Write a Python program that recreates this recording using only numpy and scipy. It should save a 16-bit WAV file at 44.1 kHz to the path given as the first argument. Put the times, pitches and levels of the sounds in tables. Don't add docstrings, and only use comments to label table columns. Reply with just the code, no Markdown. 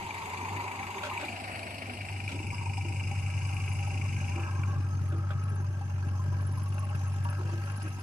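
import sys
import numpy as np
from scipy import signal
from scipy.fft import rfft, irfft, next_fast_len
from scipy.io import wavfile
from scipy.ndimage import uniform_filter1d

SR = 44100
rng = np.random.default_rng(int(sys.argv[2]) if len(sys.argv) > 2 else 0)


def pcm_store(signal):
    levels = np.round(np.clip(np.atleast_2d(signal), -1, 1) * 32767)
    wavfile.write(sys.argv[1], SR, levels.astype(np.int16).T)


N = 353946

TRACTOR_LAG_MS, BACKHOE_LAG_MS, TREBLE_LAG_MS = 0.395, 0.15, 0.3
# (pitch_hz, likeness from 0 to 1)
TRACTOR_LIKENESS = [(700, 0.74), (2600, 0.71), (5000, 0.14), (14000, 0.19)]


def from_db(db):
    return np.exp(np.asarray(db) * (np.log(10) / 20))


def rms_one(x):
    return x / np.sqrt(np.mean(x ** 2) + 1e-20)


def clock():
    return np.arange(N) / SR


def in_time(rows):
    s, *columns = np.transpose(rows)
    return [np.interp(clock(), s, column) for column in columns]


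def gain_curve(rows):
    level_db, = in_time(rows)
    return from_db(level_db)


def fade(start_s, end_s):
    return np.clip((clock() - start_s) / max(end_s - start_s, .01), 0, 1)


def bins():
    return np.maximum(np.fft.rfftfreq(N, 1 / SR), 1)


def drift(knots_per_s):
    knots = rng.standard_normal(4000)
    return rms_one(np.interp(clock() * knots_per_s, np.arange(len(knots)), knots))


def colour(points):
    hz, db = np.transpose(points)
    octaves_below = np.maximum(np.log2(hz[0] / bins()), 0)
    octaves_above = np.maximum(np.log2(bins() / hz[-1]), 0)
    inside_db = np.interp(np.log(bins()), np.log(hz), db)
    return from_db(inside_db - 65 * (octaves_below + octaves_above))


def resonances(modes):
    power = sum(from_db(2 * db) / (1 + ((bins() - hz) / half_width) ** 2) ** 2
                for hz, half_width, db in modes)
    return np.sqrt(power)


def noise(gain, lag_ms, likeness=None):
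    # (pitch_hz, likeness from 0 to 1)
    usual_likeness = [(60, 0.99), (130, 0.86), (300, 0.97), (700, 0.82), (1000, 1), (1400, 0.55),
                      (2600, 0.08), (14000, 0.12)]
    size = next_fast_len(N, real=True)
    hz = np.fft.rfftfreq(size, 1 / SR)
    points_hz, points = np.transpose(likeness or usual_likeness)
    alike = np.clip(np.interp(np.log(np.maximum(hz, 1)), np.log(points_hz), points), 0, .999)
    spectra = rfft(rng.standard_normal((2, size))) * np.interp(hz, bins(), gain)
    mid, side = spectra * np.sqrt([1 + alike, 1 - alike])
    late = np.exp(-2j * np.pi * hz * lag_ms / 1000)
    return rms_one(irfft([(mid + side) * late, mid - side], size)[:, :N])


def panned(x, left_db):
    return x * from_db([[left_db / 2], [-left_db / 2]])


def firings(rate, pattern_db, scatter_db, rise_s, decay_s, count, rest):
    number = count.astype(int)
    age = (count - number) / rate
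    strength = from_db(np.resize(pattern_db, 1000) + scatter_db * rng.standard_normal(1000))
    burst = strength[number] * (1 - np.exp(-age / rise_s)) * np.exp(-age / decay_s)
    return rms_one(np.sqrt(rest ** 2 + burst ** 2))


def orders(count, table, waver):
    out = 0
    for multiple, db in table:
        sine = np.sin(2 * np.pi * (multiple * count + rng.random()))
        out = out + from_db(db) * (1 + waver * drift(16)) * sine
    return np.sqrt(2) * out


def blows(times, levels_db, rise_s, decay_s):
    out, age = np.zeros(N), np.arange(SR // 2) / SR
    shape = (1 - np.exp(-age / rise_s)) * np.exp(-age / decay_s)
    for s, db in zip(times, levels_db):
        i = max(int(s * SR), 0)
        out[i:i + len(age)] += from_db(db) * shape[:N - i] / shape.max()
    return out


def pings(rows, rise_s, decay_s, lag_ms, smear):
    out, age = np.zeros((2, N)), np.arange(int(10 * decay_s * SR)) / SR
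    shape = (1 - np.exp(-age / rise_s)) * np.exp(-age / decay_s)
    ports = np.array([age - lag_ms / 1000, age])
    for s, hz, db in rows:
        i = int(s * SR)
        tone = np.sin(2 * np.pi * (hz * ports + rng.random()) + smear * rng.standard_normal((2, 1)))
        out[:, i:i + len(age)] += from_db(db) * (tone * shape / shape.max())[:, :N - i]
    return out


def ringing(modes, lag_ms, rate, count, pattern_db, scatter_db, decay_s, rest):
    mode_swell_db = 2.0
    push, out = noise(np.ones(len(bins())), lag_ms), 0
    for hz, width, db in modes:
        drive = push * firings(rate, pattern_db, scatter_db, decay_s / 4, decay_s, count, rest)
        drive = drive * from_db(mode_swell_db * drift(11))
        band = signal.butter(2, [hz - width * 0.48, hz + width * 0.53], "band", fs=SR, output="sos")
        out = out + from_db(db) * rms_one(signal.sosfilt(band, drive))
    return out


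def flickering(x, low_hz=3000, high_hz=12000, bands=14, depth_db=2.3, knots_per_s=55):
    size = next_fast_len(N, real=True)
    edges = np.geomspace(low_hz, high_hz, bands - 1)
    spectrum, band = rfft(x, size), np.searchsorted(edges, np.fft.rfftfreq(size, 1 / SR))
    out = 0
    for k in range(bands):
        swell = rms_one(from_db(depth_db * drift(knots_per_s)))
        out = out + irfft(spectrum * (band == k), size)[:, :N] * swell
    return out


def backhoe_exhaust(rate, count):
    # (time_s, level_db)
    drone_curve = [(0, -51.5), (.3, -48), (.56, -39), (.7, -49.5), (1.7, -47.5), (2.1, -39.5), (2.4, -38),
                   (2.7, -34.5), (3.3, -32.5), (4.35, -32), (4.65, -31), (5.35, -30.5), (5.85, -33),
                   (6.4, -30), (6.9, -32.5), (7.3, -31), (8.03, -37.5)]
    # (multiple of the firing rate, level_db)
    drone_orders = [(1, -29), (2, 0.5)]
    upper_orders = [(1.747, -40), (2.25, -18.5), (2.499, -5), (2.748, -9.5), (3, -1.5), (3.501, -15.5),
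                    (4, -13), (5, -38), (6, -30)]
    # (pitch_hz, level_db)
    rush_curve = [(0, -49), (1.4, -50), (2.6, -47.5), (3.3, -50.5), (4.5, -46.5), (5, -49), (8.03, -50.5)]
    rush_spectrum = [(20, 2), (45, -23), (70, 2.5), (110, 3), (160, -1), (200, 5), (290, -0.5), (380, -2),
                     (480, -17.5), (700, -40)]
    full_drone_db, growth_db_per_db = -30, 1.45
    upper_db, boom_db = -41, -44.5
    drone_db, = in_time(drone_curve)
    effort = from_db(growth_db_per_db * (drone_db - full_drone_db))
    drone = from_db(drone_db) * orders(count, drone_orders, waver=0.087)
    upper = from_db(upper_db) * effort * orders(count, upper_orders, waver=0.013)
    puffs = firings(rate, [1.5, -1.5, 0.7, -4.0], 4.3, 0.0016, 0.0084, count, rest=0.45)
    rush = gain_curve(rush_curve) * noise(colour(rush_spectrum), BACKHOE_LAG_MS)
    pipe = noise(resonances([(128.4, 12.0, 0)]), BACKHOE_LAG_MS)
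    boom = from_db(boom_db) * effort * pipe
    return panned(drone + puffs * rush, 0.67) + panned(upper + puffs * boom, 3.8)


def backhoe_panels(rate, count):
    # (time_s, level_db)
    clatter_curve = [(0, -62), (1, -55), (1.6, -65.5), (2.8, -64.5), (3.5, -53.5), (4, -56), (4.45, -51.5),
                     (4.9, -57.5), (5.6, -57), (6.2, -53.5), (7, -53.5), (8.03, -60.5)]
    # (start_s, peak_db)
    surges = [(4.37, -47), (6.06, -51.5), (6.75, -53), (7.23, -58), (7.71, -53)]
    # (pitch_hz, width_hz, level_db)
    clatter_modes = [(489, 93, -9.5), (587, 51, -2), (805, 30, -2), (914, 76, -7), (997, 81, -4),
                     (1095, 87, -0.5)]
    hood_modes = [(1290, 32, -4.5), (1381, 47, -16.5), (1603, 90, -1.5), (1690, 62, -9)]
    # (time_s, level_db)
    hood_curve = [(0, -64), (1.6, -64), (2.6, -61.5), (3.4, -55), (4.1, -57), (4.45, -48), (4.9, -54),
                  (5.3, -54), (5.8, -55), (6.3, -50), (6.7, -57), (7.2, -49.5), (8.03, -52.5)]
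    # (pitch_hz, level_db per Hz)
    knock_spectrum = [(650, -11.5), (850, 8.5), (1100, 3.5), (1200, -4), (1350, 11), (1700, -6.5),
                      (1900, -20.5)]
    scatter_db, knock_balance_db, lurch_db = 1.8, -6, 1.4
    shaking = np.hypot(gain_curve(clatter_curve), blows(*np.transpose(surges), rise_s=0.024, decay_s=0.032))
    clatter = shaking * ringing(clatter_modes, BACKHOE_LAG_MS, rate, count, [3.0, 4.5, 6.0, 2.5],
                                scatter_db, decay_s=0.016, rest=0.048)
    hood_level = gain_curve(hood_curve)
    hood = hood_level * ringing(hood_modes, BACKHOE_LAG_MS, rate, count, [3.7, 1.4, 1.0, 0.5],
                                scatter_db, decay_s=0.017, rest=0.068)
    hammer = firings(rate, [1.5, -1.5, 1, -1.5], 2.6, .0015, .006, count, rest=.05)
    grain = flickering(noise(colour(knock_spectrum), BACKHOE_LAG_MS),
                       low_hz=650, high_hz=1900, bands=9, depth_db=3.8, knots_per_s=28)
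    knock = from_db(knock_balance_db) * np.hypot(shaking, hood_level) * hammer * grain
    lurch = rms_one(from_db(lurch_db * drift(20)))
    panels = from_db(-1.76) * (panned(clatter, 0.37) + panned(hood, 1.2))
    return lurch * (panels + panned(knock, 1.7))


def backhoe_hiss(rate, count):
    # (pitch_hz, level_db)
    hiss_curve = [(0, -57), (2.3, -60), (4.2, -56), (4.8, -58), (5.6, -60.5), (6.5, -57.5), (8.03, -54.5)]
    hiss_spectrum = [(1800, 6.5), (3000, 3), (3500, -5), (4400, -2.5), (5200, 0.5), (5600, 1.5),
                     (6400, -17), (7000, -5), (8500, -7), (10500, -5.5), (12200, -12), (15000, -25)]
    # (pitch_hz, level_db per Hz)
    sizzle_curve = [(1.2, -75), (2.4, -62), (3.3, -58), (4.3, -57.5), (4.8, -80)]
    sizzle_spectrum = [(4600, 3), (5100, 2), (5900, 7), (6500, 13), (7400, -2), (8300, -1), (9100, -6),
                       (10200, 1), (11200, -26)]
    spurts = firings(rate, [0, -1, 1, -1], 1.3, 0.009, 0.006, count, rest=0.1)
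    hiss = gain_curve(hiss_curve) * spurts * flickering(noise(colour(hiss_spectrum), TREBLE_LAG_MS))
    sizzle_noise = noise(colour(sizzle_spectrum), TRACTOR_LAG_MS, TRACTOR_LIKENESS)
    sizzle = gain_curve(sizzle_curve) * spurts * sizzle_noise
    return panned(hiss + sizzle, 1.5)


def backhoe():
    # (time_s, firings per s)
    backhoe_rate = [(0, 48.9), (.3, 45.3), (.6, 49.4), (.92, 47.8), (1.25, 49.4), (2.5, 47.95),
                    (3.8, 47.35), (4.05, 47.9), (4.35, 46.1), (4.7, 48.0), (5.05, 46.8), (5.5, 48.3),
                    (6, 46.6), (6.8, 48.4), (7.05, 47.1), (7.75, 49.5), (8.03, 47.7)]
    rate, = in_time(backhoe_rate)
    count = np.cumsum(rate) / SR
    return backhoe_exhaust(rate, count) + backhoe_panels(rate, count) + backhoe_hiss(rate, count)


def whine(rows, half_width_hz, skirt_db):
    flutter_db, even_s = 1.8, .09
    centre_hz, level_db = in_time(rows)
    band = noise(resonances([(1000, half_width_hz, 0), (1000, 3 * half_width_hz, skirt_db)]), BACKHOE_LAG_MS)
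    band = band * from_db(flutter_db * drift(40))
    power = uniform_filter1d(np.mean(band ** 2, axis=0), int(even_s * SR))
    band = band / np.sqrt(power + 1e-12)
    glide = np.exp(2j * np.pi * np.cumsum(centre_hz - 1000) / SR)
    return from_db(level_db) * (signal.hilbert(band, next_fast_len(N))[:, :N] * glide).real


def hydraulics():
    # (time_s, centre_hz, level_db)
    tip_rows = [(0, 900, -43.5), (.3, 965, -41), (.6, 965, -38.5), (0.899, 950, -44.5), (1.13, 960, -39.5),
                (1.3, 740.6, -45.5), (1.55, 690, -45), (1.849, 670, -48), (2.151, 760, -51.5),
                (2.399, 779, -62)]
    swing_rows = [(4.15, 1000, -85), (4.35, 1020, -57), (4.55, 1053, -49.5), (4.75, 1100, -48),
                  (4.9, 1267, -66), (5.15, 1266, -52.5), (5.38, 1286, -51), (5.55, 1310, -66),
                  (5.7, 1290, -73)]
    growl_rows = [(s, hz * .41, db - 11.5) for s, hz, db in tip_rows]
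    tipping = whine(tip_rows, half_width_hz=101, skirt_db=-12.5)
    growl = whine(growl_rows, half_width_hz=42, skirt_db=-25)
    swinging = whine(swing_rows, half_width_hz=47, skirt_db=-9)
    return panned(tipping + growl, 0.51) + panned(swinging, 1.1)


def head_ring(count, knock_db, detune=.02, scatter_db=2.0):
    # (pitch_hz, level_db)
    head_modes = [(2130, -26), (2340, -8.5), (2480, -7), (2660, -11.5), (2840, -16)]
    rows = []
    for i in np.flatnonzero(np.diff(count.astype(int))):
        for hz, db in head_modes:
            pitch_hz = hz * (1 + detune * rng.standard_normal())
            peak_db = knock_db[i] + 2.4 + db + scatter_db * rng.standard_normal()
            rows.append((i / SR, pitch_hz, peak_db))
    return pings(rows, rise_s=0.0025, decay_s=.0085, lag_ms=TRACTOR_LAG_MS, smear=0.55)


def tractor_knock(rate, count, knock_db):
    # (pitch_hz, level_db per Hz)
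    knock_spectrum = [(1500, 4), (1800, -31), (2050, 7), (2350, 14.5), (2550, 10.5), (2750, 14),
                      (2950, 8.5), (3200, -71), (3600, -41)]
    # (start_s, peak_db before burst and ring balance)
    hard_knocks = [(.107, -37), (.176, -46), (.370, -41.5), (.641, -40), (.679, -36), (.715, -39),
                   (.829, -35.5), (.944, -35.5), (1.100, -36), (1.176, -33), (1.242, -35), (1.282, -32),
                   (1.321, -42), (1.358, -44), (1.668, -37), (1.896, -32), (2.008, -33.5), (2.086, -35.5),
                   (2.201, -33), (2.278, -32.5), (2.389, -37), (2.503, -35.5), (2.581, -34.5), (2.694, -48),
                   (2.734, -36.5), (2.81, -35), (3.001, -34.5), (3.112, -34), (3.567, -35), (3.677, -34),
                   (3.79, -35), (4.015, -35), (4.36, -37), (4.594, -41), (4.633, -35), (4.712, -42)]
    hard_burst_db, hard_ring_db, hard_ring_hz = -4.2, -2.5, 2365
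    bursts = from_db(knock_db - 3.7) * firings(rate, [0], 0.52, 0.0008, 0.016, count, rest=0.27)
    hard_bursts = from_db(hard_burst_db) * blows(*np.transpose(hard_knocks), rise_s=.001, decay_s=.005)
    bursts = np.maximum(bursts, hard_bursts)
    hard_rows = [(s, hard_ring_hz, db + hard_ring_db) for s, db in hard_knocks]
    hard_ring = pings(hard_rows, rise_s=.001, decay_s=0.0048, lag_ms=TRACTOR_LAG_MS, smear=.3)
    body = bursts * noise(colour(knock_spectrum), TRACTOR_LAG_MS, TRACTOR_LIKENESS)
    return body + head_ring(count, knock_db) + hard_ring


def tractor_rattle(rate, count, rattle_db):
    # (pitch_hz, level_db per Hz)
    front_spectrum = [(1200, -28), (1600, -3.5), (2200, 7.5), (3200, -9), (3800, -7.5), (4300, -10.5),
                      (4900, -7.5), (5500, -50), (6400, -10.5), (7800, -10), (9500, -17), (11000, -13),
                      (13000, -13), (15000, -45)]
    corner_spectrum = [(1200, -0.5), (1700, -0.5), (2200, 4.5), (3100, -4), (3500, -9.5), (4000, -5.5),
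                       (4800, -4), (5600, -10.5), (6700, -27), (7400, -11.5), (8200, -5.5), (9200, -12.5),
                       (11000, -7), (13000, -22), (15000, -30)]
    flank_spectrum = [(3100, -48), (3400, 4), (4200, -2.5), (5100, 14.5), (5900, -0.5), (6500, -22),
                      (7400, 6), (8300, 13), (9100, 0.5), (10200, 6), (11200, 12), (12000, -55),
                      (15000, -34.2)]
    turned, beside = fade(1.17, 1.35), fade(2.0, 2.45)
    corner_noise = noise(colour(corner_spectrum), TRACTOR_LAG_MS, TRACTOR_LIKENESS)
    front_noise = noise(colour(front_spectrum), TREBLE_LAG_MS, TRACTOR_LIKENESS)
    flank_noise = noise(colour(flank_spectrum), TRACTOR_LAG_MS, TRACTOR_LIKENESS)
    corner = from_db(7.5) * np.sqrt(turned * (1 - beside)) * corner_noise
    front = from_db(8.5) * np.sqrt(1 - turned) * front_noise
    flank = from_db(3.0) * np.sqrt(beside) * flank_noise
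    shake = firings(rate, [0, .5, -.5], 1.2, 0.005, 0.0095, count, rest=0.27)
    return from_db(rattle_db) * shake * flickering(front + corner + flank)


def tractor():
    # (time_s, firings per s)
    tractor_rate = [(0.0, 25.897), (0.7, 26.292), (1.4, 26.259), (2.1, 26.171), (2.8, 26.448),
                    (3.4, 26.444), (3.9, 26.913), (4.4, 25.716), (4.9, 25.48), (5.5, 26.6), (8.0, 26.5)]
    # (time_s, knock level_db, treble rattle level_db)
    passing = [(0, -48.5, -52.5), (.9, -46, -53.5), (1.25, -43.5, -51.5), (2.3, -43.5, -56.5),
               (3.7, -43, -57.5), (4.4, -44.5, -60.5), (4.9, -61, -74)]
    # (time_s, level_db)
    exhaust_curve = [(0, -58), (1.6, -56), (2.3, -40), (3.1, -36.5), (4.1, -36), (4.9, -51), (8.03, -54)]
    block_curve = [(0, -43.5), (1.0, -45), (1.6, -52.5), (2.2, -52.5), (2.6, -46.5), (3.3, -49),
                   (4.5, -51.5), (4.9, -89), (8.03, -52)]
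    # (multiple of the firing rate, level_db)
    exhaust_orders = [(2, -27), (3, -14), (4, -5), (5, -23.5), (6, -17.5), (7, -28)]
    # (pitch_hz, width_hz, level_db)
    block_modes = [(570, 180, -17.5), (788.5, 37, -5), (879, 82, -11.5), (936.6, 83, -5), (1290, 39, -21)]
    rate, = in_time(tractor_rate)
    count = np.cumsum(rate) / SR + .365
    knock_db, rattle_db = in_time(passing)
    in_sight = (1 - fade(4.42, 5.5)) ** 1.9
    knock = in_sight * tractor_knock(rate, count, knock_db)
    rattle = in_sight * tractor_rattle(rate, count, rattle_db)
    top = signal.sosfilt(signal.butter(2, 8500, "high", fs=SR, output="sos"), rattle)
    below = signal.sosfilt(signal.butter(2, 8500, "low", fs=SR, output="sos"), rattle)
    rattle = panned(below, 3.2) - panned(top, -12.0) * from_db(-20.0)
    block = gain_curve(block_curve) * ringing(block_modes, TRACTOR_LAG_MS * 0.47, rate, count, [0, 1, -1],
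                                              scatter_db=2.5, decay_s=0.016, rest=0.25)
    exhaust = gain_curve(exhaust_curve) * orders(count, exhaust_orders, waver=0.17)
    return panned(knock, 3.4) + rattle + block + panned(exhaust, 3.5)


def tick_strikes():
    # (start_s, pitch_hz, peak_db before burst and ring balance)
    sharp_ticks = [(5.424, 2540, -52), (5.483, 2690, -50.5), (5.901, 2760, -49), (6.084, 2670, -47),
                   (6.341, 2370, -49), (6.405, 2370, -50), (6.724, 2830, -49.5), (6.780, 2730, -46.5),
                   (6.890, 2865, -48), (6.947, 2670, -45), (7.249, 2690, -46), (7.287, 2725, -46.5),
                   (7.469, 2630, -60), (7.530, 2550, -48), (7.672, 2500, -46), (7.699, 2580, -44.5),
                   (7.814, 2740, -47), (7.877, 2560, -47), (7.993, 2600, -51)]
    # (pitch_hz, level_db per Hz)
    burst_spectrum = [(850, 5), (1600, 10), (1950, -10), (2300, 3.5), (2900, 4.5), (3200, -11), (6500, -11)]
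    s, _, db = np.transpose(sharp_ticks)
    burst = blows(s, db, rise_s=.001, decay_s=.008) * noise(colour(burst_spectrum), TREBLE_LAG_MS)
    ring = pings(sharp_ticks, rise_s=.0015, decay_s=.006, lag_ms=TREBLE_LAG_MS, smear=.3)
    return burst + from_db(-3) * ring


def far_tractor():
    # (pitch_hz, width_hz, level_db)
    injector_modes = [(2230, 310, -11), (2458, 150, -3.5), (2683, 134, -0.5), (2780, 160, -22)]
    # (time_s, level_db)
    far_curve = [(4.6, -64), (5.0, -70), (5.6, -70), (5.9, -63), (6.1, -67), (6.55, -76), (6.75, -61),
                 (8.03, -60.5)]
    rate = 35.4
    count = rate * clock()
    ticks = ringing(injector_modes, TREBLE_LAG_MS, rate, count, [3, -2, 3, -2],
                    scatter_db=3.5, decay_s=0.008, rest=0.14)
    taps = firings(rate, [2, -2, 2, -2], 3.9, .003, 0.017, count, rest=0.22)
    rattle_noise = noise(colour([(3400, -13), (5200, -2), (6500, 23), (11000, -9)]), TREBLE_LAG_MS)
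    rattle = from_db(-14) * taps * rattle_noise
    return panned(gain_curve(far_curve) * (ticks + rattle) + tick_strikes(), 4.5)


def whistles(waver_db=3):
    # (pitch_hz, half_width_hz, level_db)
    whistle_lines = [(1588, 12, 4), (5130, 70, -8), (5915, 70, -6), (6375, 110, 0)]
    # (time_s, level_db)
    whistle_curve = [(0, -64), (1.1, -61.5), (1.4, -68), (2.4, -104), (3.2, -69.5), (4.4, -60.5),
                     (5.5, -67), (8.03, -64)]
    level_db, = in_time(whistle_curve)
    return from_db(level_db + waver_db * drift(40)) * noise(resonances(whistle_lines), TREBLE_LAG_MS)


def loading():
    # (start_s, floor pitch_hz, peak_db before rush and boom balance)
    thuds = [(0.544, 269, -44.5), (.945, 390, -44.5), (1.199, 292, -44.5), (1.88, 241, -42.5),
             (2.289, 275, -43.5), (2.34, 296, -43.5), (2.399, 315, -49), (2.469, 319, -53),
             (2.838, 334, -43), (2.9, 311, -53), (3.92, 280, -47), (4.351, 337, -41.5), (5.121, 330, -38.5),
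             (5.501, 412, -49), (6.041, 299, -48.5), (7.379, 364, -44), (7.441, 344, -45),
             (7.52, 338, -43.5), (7.83, 315, -44)]
    # (start_s, ring level_db, bright crack level_db)
    clanks = [(1.033, -32, -40), (1.049, -46, -46), (1.068, -40, -52), (1.197, -39.5, -48),
              (1.213, -42, -55), (1.229, -43, -60), (2.29, -45, -43), (2.318, -48, -45), (5.12, -47.5, -58),
              (5.305, -38, -55)]
    # (pitch_hz, half_width_hz, level_db)
    steel_modes = [(588, 31, 18), (990, 27, 9.5), (1340, 140, -17), (1460, 180, 12.5), (2370, 160, 3.5),
                   (3350, 420, -2)]
    s, ring_db, crack_db = np.transpose(clanks)
    ring = blows(s, ring_db, rise_s=.0004, decay_s=.015) * noise(resonances(steel_modes), BACKHOE_LAG_MS)
    snap = blows(s, crack_db, rise_s=.0004, decay_s=.018)
    crack_spectrum = [(1400, -18), (2500, 16.5), (3800, 6.5), (6000, 2), (12000, -10)]
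    crack = snap * noise(colour(crack_spectrum), BACKHOE_LAG_MS)
    s, _, db = np.transpose(thuds)
    soil = noise(resonances([(339, 69, 0.0), (580, 140, -10.5)]), BACKHOE_LAG_MS)
    rush = blows(s, db - 4, rise_s=0.01, decay_s=0.039) * soil
    boom = from_db(-1.5) * pings(thuds, rise_s=0.02, decay_s=0.042, lag_ms=BACKHOE_LAG_MS, smear=.1)
    return ring + crack + rush + boom


def clonks():
    # (start_s, pitch_hz, peak_db)
    clonk_rows = [(.969, 972, -39), (1.112, 1020, -34), (2.443, 815, -49), (2.526, 967, -38),
                  (2.61, 920, -40.5), (2.694, 792, -42), (2.777, 795, -37.5), (2.945, 785, -44),
                  (3.112, 805, -38), (3.872, 805, -38.5), (4.288, 813, -41), (4.374, 791, -45),
                  (5.64, 1014, -46), (5.81, 805, -41.5), (5.893, 830, -45), (6.193, 1037, -41.5),
                  (6.325, 990, -43.5), (6.572, 1020, -43.5), (6.9, 820, -43), (7.25, 954, -35),
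                  (7.49, 968, -43.5)]
    # (multiple of the pitch, level_db)
    partials = [(1, 1), (1.191, -8.5)]
    rows = [(s, hz * multiple, db + partial_db)
            for s, hz, db in clonk_rows for multiple, partial_db in partials]
    return panned(pings(rows, rise_s=0.0019, decay_s=0.019, lag_ms=0.15, smear=0.76), 0.84)


def belt(rasp=.5, scatter_db=1.5, end_drop_db=4):
    # (start_s, number of chirps, spacing_s, peak_db)
    chirp_runs = [(1.401, 2, .161, -58), (1.921, 2, .171, -57), (3.382, 2, .037, -60),
                  (3.457, 13, .0374, -53), (4.128, 2, .042, -61), (4.923, 2, .152, -58),
                  (5.022, 2, .151, -62), (5.424, 4, .0595, -55), (6.07, 2, .154, -59),
                  (6.404, 11, .0538, -51), (7.063, 2, .056, -51.5), (7.23, 2, .061, -50.5),
                  (7.646, 7, .0566, -50.5)]
    pitch_hz, spread_hz, length_s = 10780, 28, .03
    out, age = np.zeros((2, N)), np.arange(int(length_s * SR)) / SR
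    ports = np.array([age - TREBLE_LAG_MS / 1000, age])
    for s, chirps, spacing_s, peak_db in chirp_runs:
        for k in range(chirps):
            hz = pitch_hz + spread_hz * rng.standard_normal()
            chirp = np.hanning(len(age)) * np.sin(2 * np.pi * hz * ports)
            i = int((s + k * spacing_s) * SR)
            off_centre = (2 * k + 1) / chirps - 1
            level_db = peak_db - end_drop_db * off_centre ** 2 + scatter_db * rng.standard_normal()
            out[:, i:i + len(age)] += from_db(level_db) * chirp[:, :N - i]
    return panned(out * (1 + rasp * drift(300)), -6.0)


def scene():
    engines = backhoe() + hydraulics() + tractor() + far_tractor()
    return engines + whistles() + loading() + clonks() + belt()


def record(dry):
    return signal.sosfilt(signal.ellip(10, .1, 80, 15400, fs=SR, output="sos"), dry)


dry = scene()
out = record(dry)
pcm_store(out)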